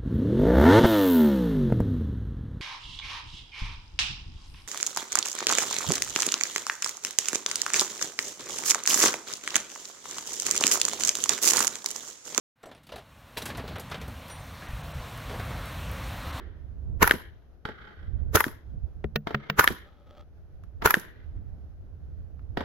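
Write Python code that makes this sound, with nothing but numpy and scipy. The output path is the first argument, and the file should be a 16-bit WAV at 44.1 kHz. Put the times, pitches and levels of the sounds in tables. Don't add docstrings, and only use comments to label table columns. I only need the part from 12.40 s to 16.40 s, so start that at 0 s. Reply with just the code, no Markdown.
import sys
import numpy as np
from scipy import signal
from scipy.fft import rfft, irfft
from scipy.io import wavfile
from scipy.ndimage import uniform_filter1d

SR = 44100
rng = np.random.default_rng(int(sys.argv[2]) if len(sys.argv) > 2 else 0)


def file_out(sig):
    cols = np.atleast_2d(sig).T
    lim = np.clip(cols, -1, 1)
    pcm = np.round(lim * 32767).astype(np.int16)
    wavfile.write(sys.argv[1], SR, pcm)


def volts(x):
    e = np.asarray(x, float) / 20
    return 10 ** e


N = 176400
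T = np.arange(N) / SR
FREQ = np.arange(N // 2 + 1) * SR / N


def unit(x):
    return x / np.sqrt(np.mean(x ** 2))


def walk(rate):
    hold = int(SR / rate)
    steps = np.repeat(rng.standard_normal(N // hold + 1), hold)
    return unit(uniform_filter1d(uniform_filter1d(steps, hold), hold)[:N])


def bands(colour, flicker_db, rate):
    hz, db = np.array(colour).T
    f = FREQ + 1e-9
    spec = rfft(rng.standard_normal(N)) * volts(np.interp(np.log(f), np.log(hz), db))
    spec = spec * (f > hz[0]) * (f < hz[-1] * 1.02)
    first, last = np.floor(2 * np.log2(hz[0])), 2 * np.log2(hz[-1])
    out = 0
    for k in np.arange(first, last + 1):
        overlap = np.clip(1 - abs(2 * np.log2(f) - k), 0, 1)
        out = out + irfft(spec * overlap, N) * volts(flicker_db * walk(rate))
    return unit(out)


def ring(hz, db, t60, t):
    decay = np.exp(-np.log(1000) * t / t60[:, None])
    return (volts(db)[:, None] * np.sin(2 * np.pi * hz[:, None] * t) * decay).sum(axis=0)


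def add(out, s, x):
    i = int(s * SR)
    out[i:i + len(x)] += x[:len(out) - i]


def bandpass(x, lo_hz, hi_hz):
    return signal.sosfilt(signal.butter(2, [lo_hz, hi_hz], "bandpass", fs=SR, output="sos"), x)


# time in seconds, level in dB, treble tilt in dB.
MACHINE_LEVEL = [(.15, -80, 2), (.22, -66, -0.5), (.45, -64, -0.5), (.7, -58.5, 2.5), (.95, -52.5, 1),
                 (1.2, -49, -1.5), (1.8, -47, 0.5), (2.2, -46.5, 1.5), (2.8, -44.5, 2), (3.05, -41.5, -0.5),
                 (3.5, -43, 2.5), (4.0, -40.5, 1)]
# frequency in Hz, density in dB per Hz.
PUMP_COLOUR = [(150, -40), (250, -3), (392, -12), (526, -3), (884, -4), (1110, -2), (1250, -4), (4200, -14),
               (5460, -28), (9240, -120)]
# frequency in Hz, density in dB per Hz.
FAN_COLOUR = [(2470, -73), (4200, -17), (4980, -7.5), (5380, 1.5), (7560, -2.5), (9360, -1.5), (10300, -6),
              (12500, -1), (15600, -5)]
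FAN_DB, FLICKER_DB = -13.5, 1.45


def machine():
    s, level_db, tilt_db = np.array(MACHINE_LEVEL).T
    pump = bands(PUMP_COLOUR, FLICKER_DB, 12)
    fans = bands(FAN_COLOUR, 0.66 * FLICKER_DB, 22.07)
    fans = volts(FAN_DB + np.interp(T, s, tilt_db)) * fans
    return volts(np.interp(T, s, level_db)) * (pump + fans)


# time in seconds, level in dB, boom of the frame in dB relative to it.
GUSTS = [(.16, -85, 6), (.3, -67, 9), (.7, -55.5, -5), (.97, -55.5, -8), (1.04, -48, 2.5),
         (1.35, -38.5, -6), (1.43, -45.5, -3), (1.7, -39, -6.5), (1.82, -45.5, -9.5), (2.0, -43.5, -13.5),
         (2.25, -45.5, -7), (2.45, -40, -13.5), (2.7, -45, -8.5), (2.85, -38.5, -12), (3.15, -34.5, -10.5),
         (3.3, -40, -8.5), (3.65, -36.5, -13.5), (4.0, -39.5, -12)]
# frequency in Hz, density in dB per Hz.
BUFFET_COLOUR = [(12, -45), (20, -31), (48, 1), (76, 2), (140, -3.5), (400, -31.5), (520, -41), (880, -120)]
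# frequency in Hz, density in dB per Hz.
FRAME_COLOUR = [(90, -1.5), (160, -0.5), (270, -5), (340, -13.5)]
GUST_DB = 1.5


def wind():
    s, level_db, boom_db = np.array(GUSTS).T
    boom = volts(np.interp(T, s, boom_db)) * bands(FRAME_COLOUR, GUST_DB, 11)
    buffeting = bands(BUFFET_COLOUR, GUST_DB, 8.7)
    return volts(np.interp(T, s, level_db)) * (buffeting + boom)


# start in seconds, level in dB, lowest frequency in Hz.
GRAVEL = [
    (.23, -59, 5000),
    (1.384, -40, 9000),
    (1.68, -48, 7400),
    (2.776, -43, 9200),
    (3.257, -42, 7600),
    (3.515, -40, 9300),
]
SNAP_S = 0.0011


def grit():
    out, t = np.zeros(N), T[:SR // 50]
    for s, db, lo_hz in GRAVEL:
        snap = rng.standard_normal(len(t)) * np.exp(-t / SNAP_S)
        highpass = signal.butter(4, lo_hz, "highpass", fs=SR, output="sos")
        add(out, s, 2 * volts(db) * signal.sosfilt(highpass, snap))
    return out


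# lowest and highest mode in Hz, decay time T60 in seconds,
# plain crack in dB and yard tail in dB, both relative to the ringing.
STEEL_PARTS = [
    (420, 880, .08, -4, -3),
    (950, 2100, .055, -3, -6),
    (2100, 4300, .045, -3, -6),
    (4400, 14000, .022, -1, -7),
]
CONTACT_S, YARD_T60_S, ROUGHNESS_DB = 0.0098, 0.27, 3.0


def blow(bar_db, low_db, panel_db, tick_db):
    t, n, out = T[:SR // 5], SR // 25, 0
    rise = np.clip(t / 0.0013, 0, 1)
    roughness = volts(ROUGHNESS_DB * rng.exponential(size=n))
    touch = rng.standard_normal(n) * roughness * np.exp(-T[:n] / CONTACT_S) * rise[:n]
    yard = np.clip(t / 0.0066, 0, 1) * np.exp(-np.log(1000) * t / YARD_T60_S)
    end_fade = np.clip((t[-1] - t) / .05, 0, 1)
    levels = (bar_db + panel_db, bar_db + low_db, bar_db, bar_db + tick_db)
    for (lo_hz, hi_hz, t60, crack_db, yard_db), db in zip(STEEL_PARTS, levels):
        place, weak, damping = rng.random((3, 26))
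        modes = ring(lo_hz * (hi_hz / lo_hz) ** place, -12 * weak, t60 * (0.66 + damping), t[:SR // 12])
        ringing = unit(np.pad(signal.fftconvolve(modes, touch), (0, len(t)))[:len(t)])
        noise = bandpass(rng.standard_normal(len(t)), lo_hz, hi_hz)
        crack = noise * rise * np.exp(-t / (CONTACT_S + t60 * 0.032))
        tail = noise * yard
        x = ringing + volts(crack_db) * crack / np.std(crack) + volts(yard_db) * tail / np.std(tail)
        x = x * end_fade
        peak = np.sqrt(uniform_filter1d(x ** 2, size=180).max())
        out = out + x * volts(db) / peak
    return out


# start in seconds, high bar level in dB, then low bar, panel and tick
# levels in dB relative to the high bar.
LATCH_BLOWS = [(0.2306, -56.5, 3, 8, -10), (.237, -61.5, 11.5, 10, -12), (.256, -57, -1, 11.5, -1.5),
               (0.2889, -61.5, 6, 9, -11), (0.3132, -54.5, 4, 4.5, -13), (0.3477, -57.5, -2, 4, -2.5),
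               (.3772, -62, -2, 4, -14), (.4324, -65.5, -3, -6, .5), (.445, -71, -2, -11, -3),
               (0.467, -56.5, -8, -7, -3), (.490, -51, -2, 1, -14), (.5194, -44.5, -1, 6, -14),
               (.5351, -56.5, 6, 13, -24), (.5577, -47.5, 3, 7, -4.5), (.580, -51, 2, 6.5, -12),
               (.589, -59, 0, 4, -10), (.6098, -67, 0, 1, -21)]
# start in seconds, high bar level in dB, then low bar, panel and
# tick levels in dB relative to the high bar.
GATE_BLOWS = [(.9655, -51, 2, 8, -22), (.9705, -34.5, -3.5, -7.5, -7), (.9764, -44.5, -2, 5, 4),
              (1.0044, -52, 0, 10, -3), (1.0185, -43, 1, -1, 0.5), (1.0547, -40.5, 1, -20, 3.5),
              (1.0619, -47.5, 5, 0.5, -12), (1.075, -56, 0, -1, 8), (1.0869, -47, 2, 6.5, -3),
              (1.1005, -42.5, 5.5, 1, -16), (1.136, -58, 0, 11, -20), (1.148, -44.5, 0, 0, -21),
              (1.1705, -53.5, -5, 7, 6), (1.1775, -47, 6, 9, -22), (1.1942, -47.5, 7, 8.5, -30),
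              (1.2385, -58, -3, 20, -14), (1.2775, -44, -3, 2, -11.5), (1.3083, -52.5, 6, 12, -18),
              (1.3564, -44.5, 5.5, 3, -14), (1.3814, -50.5, 2, 9, -19), (1.396, -52, -2, 9, 7.5),
              (1.4985, -58, 3, 9, 3), (1.5135, -39.5, 4, -3.5, -15), (1.5425, -41, 1, 2, -30),
              (1.613, -45, -8, 1.5, -5.5), (1.6789, -55.5, 0, 12, 1)]
# start in seconds, high bar level in dB, then low bar, panel
# and tick levels in dB relative to the high bar.
HOOF_BLOWS = [(1.88, -56, -3, -7, 0), (1.898, -51.5, 6.5, -8, -5), (2.218, -56.5, 11.5, 5, -20),
              (2.27, -52.5, 6, -4, -20), (2.895, -49, 6, 7.5, -20), (2.908, -52.5, 6, 12.5, -20),
              (2.924, -51.5, 5, 13, -25), (2.945, -54, 3, 12, -20), (2.996, -46, 6.5, 6, -9),
              (3.105, -52, -2, 12.5, -22), (3.869, -55, 0, 0, -15)]


def gate():
    out = np.zeros(N)
    for s, *levels in LATCH_BLOWS + GATE_BLOWS + HOOF_BLOWS:
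        add(out, s, blow(*levels))
    return out


# start in seconds, frequency in Hz, level in dB, decay time T60 in seconds.
LINKS = [(.231, 5800, -62, .06), (.234, 7750, -59, .2), (.237, 633, -48, .08), (.252, 8450, -56, .06),
         (.256, 654, -46, .06), (.468, 4500, -54, .03), (.522, 700, -39, .07), (.535, 600, -41, .07),
         (.970, 4030, -31.5, .035), (.975, 929, -39, .08), (.976, 11600, -42, .06), (.977, 3960, -33, .04),
         (1.019, 3400, -39, .035), (1.021, 5800, -44, .04), (1.022, 3950, -39, .09),
         (1.056, 8800, -43, .06), (1.075, 8800, -50, .12), (1.063, 1590, -39, .07), (1.063, 926, -42, .06),
         (1.172, 8800, -45, .03), (1.245, 15600, -62, .1), (1.278, 4000, -43, .03),
         (1.275, 15600, -52, .12), (1.396, 11600, -40, .04), (1.517, 1250, -38, .05),
         (1.544, 3410, -40, .04), (1.882, 11500, -51, .06), (1.881, 9225, -56, .1),
         (1.897, 9225, -47.5, .5), (1.895, 5817, -51, .3), (1.925, 8716, -53, .16), (1.95, 10450, -61, .4),
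         (1.96, 5817, -55, .1), (1.98, 8716, -60, .5), (2.997, 1460, -39, .05), (2.998, 720, -37, .07)]
FREE_S, CAUGHT_S = .058, .006
RATTLE_DB, RATTLE_HZ = 3, 90


def chain():
    out, t = np.zeros(N), T[:SR // 8]
    shape = np.clip(t / 0.0019, 0, 1) * np.exp(-np.clip(t - FREE_S, 0, 1) / CAUGHT_S)
    for s, hz, db, t60 in LINKS:
        add(out, s, ring(np.array([hz]), np.array([db]), np.array([t60]), t) * shape)
    return out * volts(RATTLE_DB * walk(RATTLE_HZ))


# start in seconds, level in dB, pitch in Hz.
FOOTFALLS = [
    (0.53, -43, 65.4),
    (1.338, -34.5, 66),
    (2.3, -35, 70),
    (2.29, -25.5, 62.4),
    (2.333, -24, 54.4),
    (2.48, -28, 76),
    (2.555, -23, 73),
    (3.866, -23.5, 77.7),
    (2.6, -26, 60),
]
THUD_T60_S = 0.15


def thuds():
    out, t = np.zeros(N), T[:SR // 4]
    for s, db, hz in FOOTFALLS:
        modes_hz, modes_db = hz * np.array([1, 1.9, 3.3]), db - np.array([0, 5., 13.])
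        thud = ring(modes_hz, modes_db, THUD_T60_S * np.array([1, .7, .4]), t)
        add(out, s, -thud * np.clip(t / 0.0046, 0, 1))
    return out


def scene():
    mono = machine() + wind() + grit() + gate() + chain() + thuds()
    return np.array([mono, mono])


DROPOUTS = [.251, .357, 1.378, 1.595, 1.935, 2.277, 2.426, 2.533, 3.92]
LOST_S, LOST_HZ, LOST_DB, KEPT_SHARE = .005, 3300, -21, .16


def treble_dropouts(spec):
    out = irfft(spec, N)
    link_distance = abs(FREQ[:, None] - np.array([5817, 8716, 9225])).min(axis=1)
    slope = np.clip((FREQ - LOST_HZ) / 1500, 0, 1)
    for s in DROPOUTS:
        lost = rng.random(SR // 2 // 350 + 1) > KEPT_SHARE
        lost = np.repeat(lost, 350 * N // SR)[:len(FREQ)] * (link_distance > 150)
        gain = volts(LOST_DB * np.exp(-((T - s) / LOST_S) ** 2))
        out = out + irfft(spec * lost * slope, N) * (gain - 1)
    return out


# centre in seconds, centre in Hz.
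WIDE_BANDS = [(.7, 4700), (1.465, 5800), (2.0, 6300), (2.0, 9700), (2.3, 10400), (2.462, 4700),
              (2.462, 7600), (2.625, 5800), (3.065, 7300), (3.112, 7000), (3.275, 5300), (3.345, 12500),
              (3.715, 12500)]
APART_HZ, APART_S, APART_DB = 760, 0.017, -3.5


def channel_difference(spec):
    side = 0
    for s, hz in WIDE_BANDS:
        turned = irfft(1j * spec * (abs(FREQ - hz) < APART_HZ), N)
        side = side + turned * volts(APART_DB) * np.exp(-((T - s) / APART_S) ** 4)
    return side


def low_pass(x):
    return signal.sosfilt(signal.butter(12, 16370, fs=SR, output="sos"), x)


def record(dry):
    spec = rfft(dry[0]) * (FREQ < 15850)
    mid = treble_dropouts(spec)
    side = channel_difference(spec)
    fade = np.clip((T - 0.155) / 0.0056, 0, 1)
    return low_pass(np.array([mid + side, mid - side]) * fade)


dry = scene()
out = record(dry)
file_out(out)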